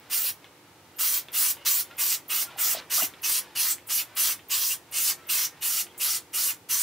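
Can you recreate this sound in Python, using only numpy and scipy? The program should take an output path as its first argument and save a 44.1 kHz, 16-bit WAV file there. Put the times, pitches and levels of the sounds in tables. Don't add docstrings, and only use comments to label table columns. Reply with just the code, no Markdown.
import sys
import numpy as np
from scipy import signal
from scipy.fft import rfft, irfft
from scipy.io import wavfile
from scipy.ndimage import uniform_filter1d

SR = 44100
rng = np.random.default_rng(int(sys.argv[2]) if len(sys.argv) > 2 else 0)


def linear_from_db(decibels):
    return 10 ** (np.asarray(decibels, float) / 20)


def pcm_store(signal):
    levels = np.round(np.clip(np.atleast_2d(signal), -1, 1) * 32767)
    wavfile.write(sys.argv[1], SR, levels.astype(np.int16).T)


N = 300762
T = np.arange(N) / SR
HZ = np.maximum(np.arange(N // 2 + 1) * SR / N, 1)

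# f/Hz, level/dB
SHED_SPECTRUM = [(24, -49), (40, -25), (81, -2), (184, -3), (213, -8.5), (281, -3), (361, -2.5), (430, -5),
                 (475, -4), (657, -9.5), (844, -5.5), (1000, -9), (1080, -10), (1540, -12.5),
                 (15700, -21.5)]
# f/Hz, likeness/1
SHED_LIKENESS = [(60, 0.96), (130, 0.93), (290, 0.92), (640, 0.72), (1410, 0.2), (3100, 0), (6820, 0.06),
                 (15000, 0.1)]
# f/Hz, width/Hz, level/dB
HUM_DRONES = [(104, 16, -73.5), (295, 40, -69), (351.5, 6.4, -67.5), (489, 2.5, -73.5), (910, 91, -70.5)]
# t/s, level/dB
RUSTLE_LEVEL = [(0, -56), (.4, -60.5), (.9, -63.5), (1.27, -58), (1.93, -54), (2.25, -60.5), (2.53, -51),
                (2.8, -45), (2.86, -54.5), (3.5, -54), (3.84, -61), (4.12, -53.5), (4.45, -63),
                (4.85, -61.5), (5.23, -55), (5.9, -58.5), (6.28, -63), (6.63, -65)]
# f/Hz, level/dB
CLOTH_SPECTRUM = [(300, -7.5), (600, 0), (1300, -0.5), (2500, -2.5), (3500, -6.5), (5000, -12), (9000, -25)]
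# t/s, peak level/dB, ring f/Hz, t60/s
BENCH_KNOCKS = [(.244, -44, 540, 0.065), (2.561, -34.5, 794, 0.036), (2.748, -23.5, 670, 0.033),
                (2.77, -31, 620, 0.036), (2.98, -25.5, 1223, 0.058), (2.983, -31, 720, 0.049),
                (2.996, -23, 1360, 0.028), (3.003, -29, 1090, 0.031), (3.011, -28, 1990, 0.036),
                (3.008, -39, 645, 0.032), (3.022, -19.5, 690, 0.017), (3.024, -38, 184, 0.043),
                (3.035, -29.5, 293, 0.043)]
# t/s,
# length/s, f/Hz, width/Hz, level/dB
WALL_NOTES = [(0.941, 0.029, 3020, 300, -68), (2.466, .034, 1393, 6, -51), (1.9, 0.04, 1380, 6, -55),
              (2.6, .06, 1300, 30, -61), (2.746, 0.059, 4000, 3300, -41), (3.113, .06, 1360, 60, -65),
              (4.084, .07, 1500, 50, -72), (5.51, 0.07, 1830, 12, -64), (5.885, 0.038, 3200, 270, -60),
              (1.574, 0.13, 2900, 240, -59), (5.17, 0.077, 1900, 15, -68), (5.16, 0.13, 1330, 13, -61),
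              (2.6, .014, 2700, 2000, -56), (2.505, 0.02, 3300, 700, -55)]
# t/s, peak level/dB, ring f/Hz
BALL_HITS = [(0.4438, -36, 2230), (0.4605, -47, 3040), (1.285, -30.5, 3440), (1.569, -34.5, 3320),
             (1.9118, -33, 1860), (1.9394, -58, 1290), (2.5072, -43, 3300), (3.138, -34, 3440),
             (3.7831, -36, 2120), (4.3919, -35, 1840), (4.8394, -60.5, 1250), (5.867, -34, 3070),
             (5.9464, -44, 2400)]
# t/s, length/s, start f/Hz, level/dB
SEAL_LEAKS = [(0.092, .01, 13500, -54), (0.961, 0.028, 12760, -46), (1.317, 0.01, 13700, -40),
              (1.968, 0.0066, 13940, -40), (2.28, 0.012, 13800, -42), (2.57, .012, 14000, -50),
              (3.217, 0.016, 14100, -43), (3.862, 0.013, 13500, -55), (4.149, .02, 13500, -46),
              (4.482, 0.014, 13960, -42), (4.912, 0.013, 13800, -42), (5.268, .017, 14200, -43),
              (5.606, 0.01, 14000, -47), (5.972, 0.012, 14000, -50), (6.321, 0.0081, 14000, -48)]
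# t/s, length/s, lowest f/Hz, level/dB
GAS_SEEPS = [
    (2.279, .007, 10000, -44),
    (2.569, .01, 9500, -46),
    (3.218, .009, 10000, -42),
    (3.869, 0.022, 7260, -40.5),
    (4.149, .013, 8000, -45),
    (4.911, 0.013, 8000, -46),
    (5.976, .024, 6750, -39),
]
# paint breaks out t/s, held/s, jet level/dB, change while held/dB, rise/s
PRESSES = [(0.098, .2, -31.5, -3.5, 0.011), (.984, 0.2, -29.5, -3, 0.0072),
           (1.327, 0.18, -27.5, 0.5, 0.011), (1.649, 0.16, -28, -3, 0.0069),
           (1.978, 0.17, -28.5, -2, 0.0079), (2.29, .14, -29.5, -3, 0.0087),
           (2.576, 0.16, -29, -4.5, 0.012), (2.898, 0.15, -27, -3, 0.013), (3.228, 0.16, -28.5, -1, 0.0085),
           (3.551, 0.17, -28.5, -2, .011), (3.886, 0.13, -29.5, -2.7, .01),
           (4.161, 0.16, -28.5, -1.5, 0.0073), (4.494, 0.24, -29, -2, 0.0091),
           (4.921, 0.19, -27.5, 0.5, 0.017), (5.285, 0.17, -28, -3, 0.0071),
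           (5.612, 0.2, -29.5, 0.3, 0.0081), (5.995, 0.17, -28.5, -2.5, 0.0093),
           (6.33, 0.18, -30, -0.5, 0.0088), (6.687, 0.27, -29.5, -1, 0.0076)]
# whistle on pressing/dB, on letting go/dB, splash/dB, top/dB, body/dB (all re jet)
PRESS_GRIPS = [(1.5, -1, -13.5, 4.5, -0.5), (-4.5, -23, -12.5, 4.5, 0), (-4, -18, -14.5, 3, -0.5),
               (-5, -29, -13, 4, 1.5), (-3.5, -6.5, -13, 2, -0.5), (0.5, -16, -11.5, 2.5, -0.5),
               (-3.5, -9, -10.5, 3.5, -0.5), (-5.5, -5.5, -12.5, .6, 0), (1.5, -8.5, -13.5, 0, 1),
               (1, -24, -13, 1, 2.5), (-2, -5, -14, 1, -0.5), (1, -10, -10.5, 1.5, 0.5),
               (1.5, -4, -14.5, .6, -2), (3, -19, -14.5, -1, 1), (-1.5, -19, -14.5, 0, -1),
               (0, -8, -14.5, 0, 1), (-2, -27, -13.5, -1.5, -1), (-4, -4, -13.5, 1.5, 0),
               (-12, -20, -13.5, .4, 1)]
# f/Hz, level/dB
JET_SPECTRUM = [(1880, -21.5), (3200, -7), (3570, -10), (4180, -4), (4800, -3.5), (5790, -4), (6270, -6),
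                (6950, -3), (12500, -2), (16200, -57), (22000, -120)]
# f/Hz, level/dB
SPLASH_SPECTRUM = [(200, -53), (550, -11.5), (800, -7.5), (1200, 1.5), (1600, -1), (2200, 3), (2600, -6.5),
                   (3600, 2), (4200, -16.5)]
# f/Hz, level/dB
TOP_SPECTRUM = [(6000, -70), (10500, -20), (11800, -9.5), (13500, -1), (15300, 1.5), (15900, -3)]
# f/Hz, width/Hz, level/dB
VALVE_MODES = [(2597, 390, -7.5), (2864, 300, -4)]
# f/Hz, width/Hz, level/dB re jet
NOZZLE_MODES = [(5080, 130, -22.5), (5990, 780, -12.5), (7000, 550, -15.5), (8730, 140, -16.5)]
# f/Hz, level/dB
ECHO_SIDE = [(60, -25), (110, -24), (200, -10), (380, -31.5), (700, -15), (1290, -49.5), (2380, -13.5),
             (4400, -10.5), (8120, -5), (15000, 0.5)]
# f/Hz, level/dB
LEFT_SHADE = [(300, -.6), (1200, -.3), (2500, -.5), (5000, -.4), (13000, -1.2)]


def on_log(table):
    hz, value = np.transpose(table)
    return np.interp(np.log(HZ), np.log(hz), value)


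def unit(x):
    return x / np.sqrt(np.mean(x ** 2))


def hiss(gain):
    return unit(irfft(rfft(rng.standard_normal(N)) * gain, N))


def bell(hz, width):
    return 1 / (1 + (2 * (HZ - hz) / width) ** 2)


def walk(rate):
    hold = int(SR / rate)
    steps = np.repeat(rng.standard_normal(N // hold + 1), hold)[:N]
    return 0.91 * uniform_filter1d(uniform_filter1d(steps, hold), hold)


def add(out, s, x):
    i = int(s * SR)
    out[i:i + len(x)] += x[:N - i]


def shed():
    alike = np.sqrt(np.clip(on_log(SHED_LIKENESS) * 1.1 - 0.05, 0, 1))
    noise = rfft(rng.standard_normal((2, N))) * linear_from_db(on_log(SHED_SPECTRUM))
    mid, side = irfft(noise * np.sqrt([1 + alike, 1 - alike]), N)
    mid = mid * linear_from_db(0.6 * walk(4))
    scale = linear_from_db(-56) / np.sqrt(np.mean(mid ** 2))
    drones = sum(linear_from_db(db + 0.5 * walk(4.5)) * hiss(bell(hz, width)) for hz, width, db in HUM_DRONES)
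    return np.array([scale * mid + drones, scale * side])


def rustle():
    effort_db = np.interp(T, *np.transpose(RUSTLE_LEVEL))
    return linear_from_db(effort_db + 1.8 * walk(30)) * hiss(linear_from_db(on_log(CLOTH_SPECTRUM)))


def knocks():
    out, t = np.zeros(N), T[:SR // 4]
    scuff = hiss(bell(680, 500))
    for s, db, hz, t60 in BENCH_KNOCKS:
        fade = np.exp(-np.log(1000) * t / t60)
        i = int(s * SR)
        ring = np.sin(2 * np.pi * hz * t) * fade
        ring = ring + 0.07 * scuff[i:i + len(t)] * fade ** 0.3
        add(out, s, linear_from_db(db) * ring * np.minimum(t / 0.002, 1))
    return irfft(rfft(out) / (1 + (110 / HZ) ** 4), N)


def streaks():
    out = np.zeros(N)
    for s, length, hz, width, db in WALL_NOTES:
        swell = np.sin(np.pi * T[:int(length * SR)] / length) ** 0.3
        add(out, s, linear_from_db(db + 2.0) * swell * unit(hiss(bell(hz, width))[:len(swell)]))
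    return out


def rattle():
    out, t = np.zeros(N), T[:SR // 8]
    slosh = hiss(bell(3200, 3400) ** 0.95 / (1 + (HZ / 3970) ** 12))
    slosh_fade = 0.36 * np.exp(-t / 0.0026) + 0.23 * np.exp(-t / 0.021)
    tick = np.sin(2 * np.pi * 2200 * t) * np.exp(-t / 0.00023)
    tick = tick + 0.15 * rng.standard_normal(len(t)) * np.exp(-t / 0.0015)
    for s, db, hz in BALL_HITS:
        ring = np.sin(2 * np.pi * hz * t) * np.exp(-t / 0.0036)
        i = int(s * SR)
        wash = slosh[i:i + len(t)] * slosh_fade
        add(out, s, linear_from_db(db - 5.5) * (1.1 * tick + 0.57 * ring + wash))
    return out


def leaks():
    out = np.zeros(N)
    flutter = hiss(bell(0, 1230))
    end_hz = 14200
    for s, length, start_hz, db in SEAL_LEAKS:
        u = T[:int(length * SR)] / length
        phase = 2 * np.pi * np.cumsum(start_hz + (end_hz - start_hz) * u ** 2) / SR
        i = int(s * SR)
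        add(out, s, linear_from_db(db) * np.minimum(6 * u, 1) * flutter[i:i + len(u)] * np.sin(phase))
    for s, length, low_hz, db in GAS_SEEPS:
        u = T[:int(length * SR)] / length
        gas = hiss(1 / (1 + (low_hz / HZ) ** 16))[:len(u)]
        add(out, s, linear_from_db(db) * np.minimum(8 * u, 1) * gas)
    return out


def patchy(colour, lo_hz, hi_hz, patchy_db, rate, step_hz=1300):
    strips = (np.exp(-((HZ - hz) / step_hz) ** 2) for hz in np.arange(lo_hz, hi_hz, step_hz))
    noise = rfft(rng.standard_normal(N)) * colour
    return unit(sum(irfft(noise * strip, N) * linear_from_db(patchy_db * walk(rate)) for strip in strips))


def valve():
    gains = np.zeros((5, N))
    t = T[:SR // 2]
    knee_s = 0.003
    for (s, held, db, change_db, rise), grip in zip(PRESSES, PRESS_GRIPS):
        press_db, let_go_db, splash_db, top_db, body_db = grip
        shut = knee_s * np.logaddexp(0, (t - held) / knee_s)
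        flow_db = db + change_db * (np.minimum(t / held, 1) - 0.5) - 560 * shut
        jet = linear_from_db(flow_db - 22.5 * np.exp(-t / rise))
        pressing = linear_from_db(press_db) * np.exp(-t / 0.039)
        letting_go = linear_from_db(let_go_db) * np.exp(-((t - held + 0.017) / 0.021) ** 2)
        whistle = jet * (linear_from_db(-16.5) + pressing + letting_go)
        splash = jet * linear_from_db(splash_db + 8.5 * np.exp(-t / 0.02) + 207 * shut)
        top = linear_from_db(flow_db + top_db - 27.5 * np.exp(-t / rise / 1.1) - 162 * shut)
        body = jet * (linear_from_db(body_db) - 1)
        for gain, shape in zip(gains, (jet, whistle, splash, top, body)):
            add(gain, s, shape)
    return gains


def spray():
    jet = patchy(linear_from_db(on_log(JET_SPECTRUM)), 2500, 14500, patchy_db=4.5, rate=30)
    jet = jet + sum(linear_from_db(db + 4.5 * walk(25)) * hiss(bell(hz, width)) for hz, width, db in NOZZLE_MODES)
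    jet = unit(jet)
    whistle = unit(sum(linear_from_db(db + 3.0 * walk(50)) * hiss(bell(hz, width)) for hz, width, db in VALVE_MODES))
    splash = hiss(linear_from_db(on_log(SPLASH_SPECTRUM))) * linear_from_db(2.05 * walk(60))
    top = patchy(linear_from_db(on_log(TOP_SPECTRUM)), 10500, 17000, patchy_db=1.0, rate=30)
    body = irfft(rfft(jet) * np.exp(-(2 * (HZ - 4400) / 1000) ** 2), N)
    layers = np.array([jet, linear_from_db(-4.5) * whistle, splash, linear_from_db(-3.2) * top, body])
    sputter = linear_from_db(1.0 * walk(250))
    return irfft(rfft(sputter * np.sum(valve() * layers, axis=0)) / (1 + (350 / HZ) ** 4), N)


def tail(t60):
    t = T[:SR // 2]
    x = rng.standard_normal(len(t)) * np.exp(-np.log(1000) * t / t60) * (t > 0.001)
    return x / np.sqrt(np.sum(x ** 2))


def moving_echo(x):
    share = np.array([walk(12) for _ in range(4)])
    share /= np.sqrt(np.sum(share ** 2, axis=0))
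    out = np.zeros(N)
    for part in share:
        place = linear_from_db(-5.5) * tail(0.063) + linear_from_db(-15.5) * tail(0.2)
        out += signal.oaconvolve(x * part, place)[:N]
    return out


def scene():
    thuds = knocks() + streaks()
    can = spray() + leaks() + rattle() + rustle() + 0.2 * thuds
    mid = can + moving_echo(can) + 0.85 * thuds
    side = irfft(rfft(moving_echo(can)) * linear_from_db(on_log(ECHO_SIDE) + 2.5), N)
    mid, side = np.array([mid, side]) + shed()
    shade_db = on_log(LEFT_SHADE) / 2
    return irfft(rfft([mid + side, mid - side]) * linear_from_db([shade_db, -shade_db]), N)


def roll_off(x):
    return signal.sosfilt(signal.butter(12, 17090, fs=SR, output="sos"), x)


def record(dry):
    treble_cut = 0.5 - 0.5 * np.tanh((HZ - 15740) / 30)
    rumble_cut = 1 / np.sqrt(1 + (57.5 / HZ) ** 8)
    mix = irfft(rfft(dry) * treble_cut * rumble_cut, N)
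    return roll_off(mix)


dry = scene()
out = record(dry)
pcm_store(out)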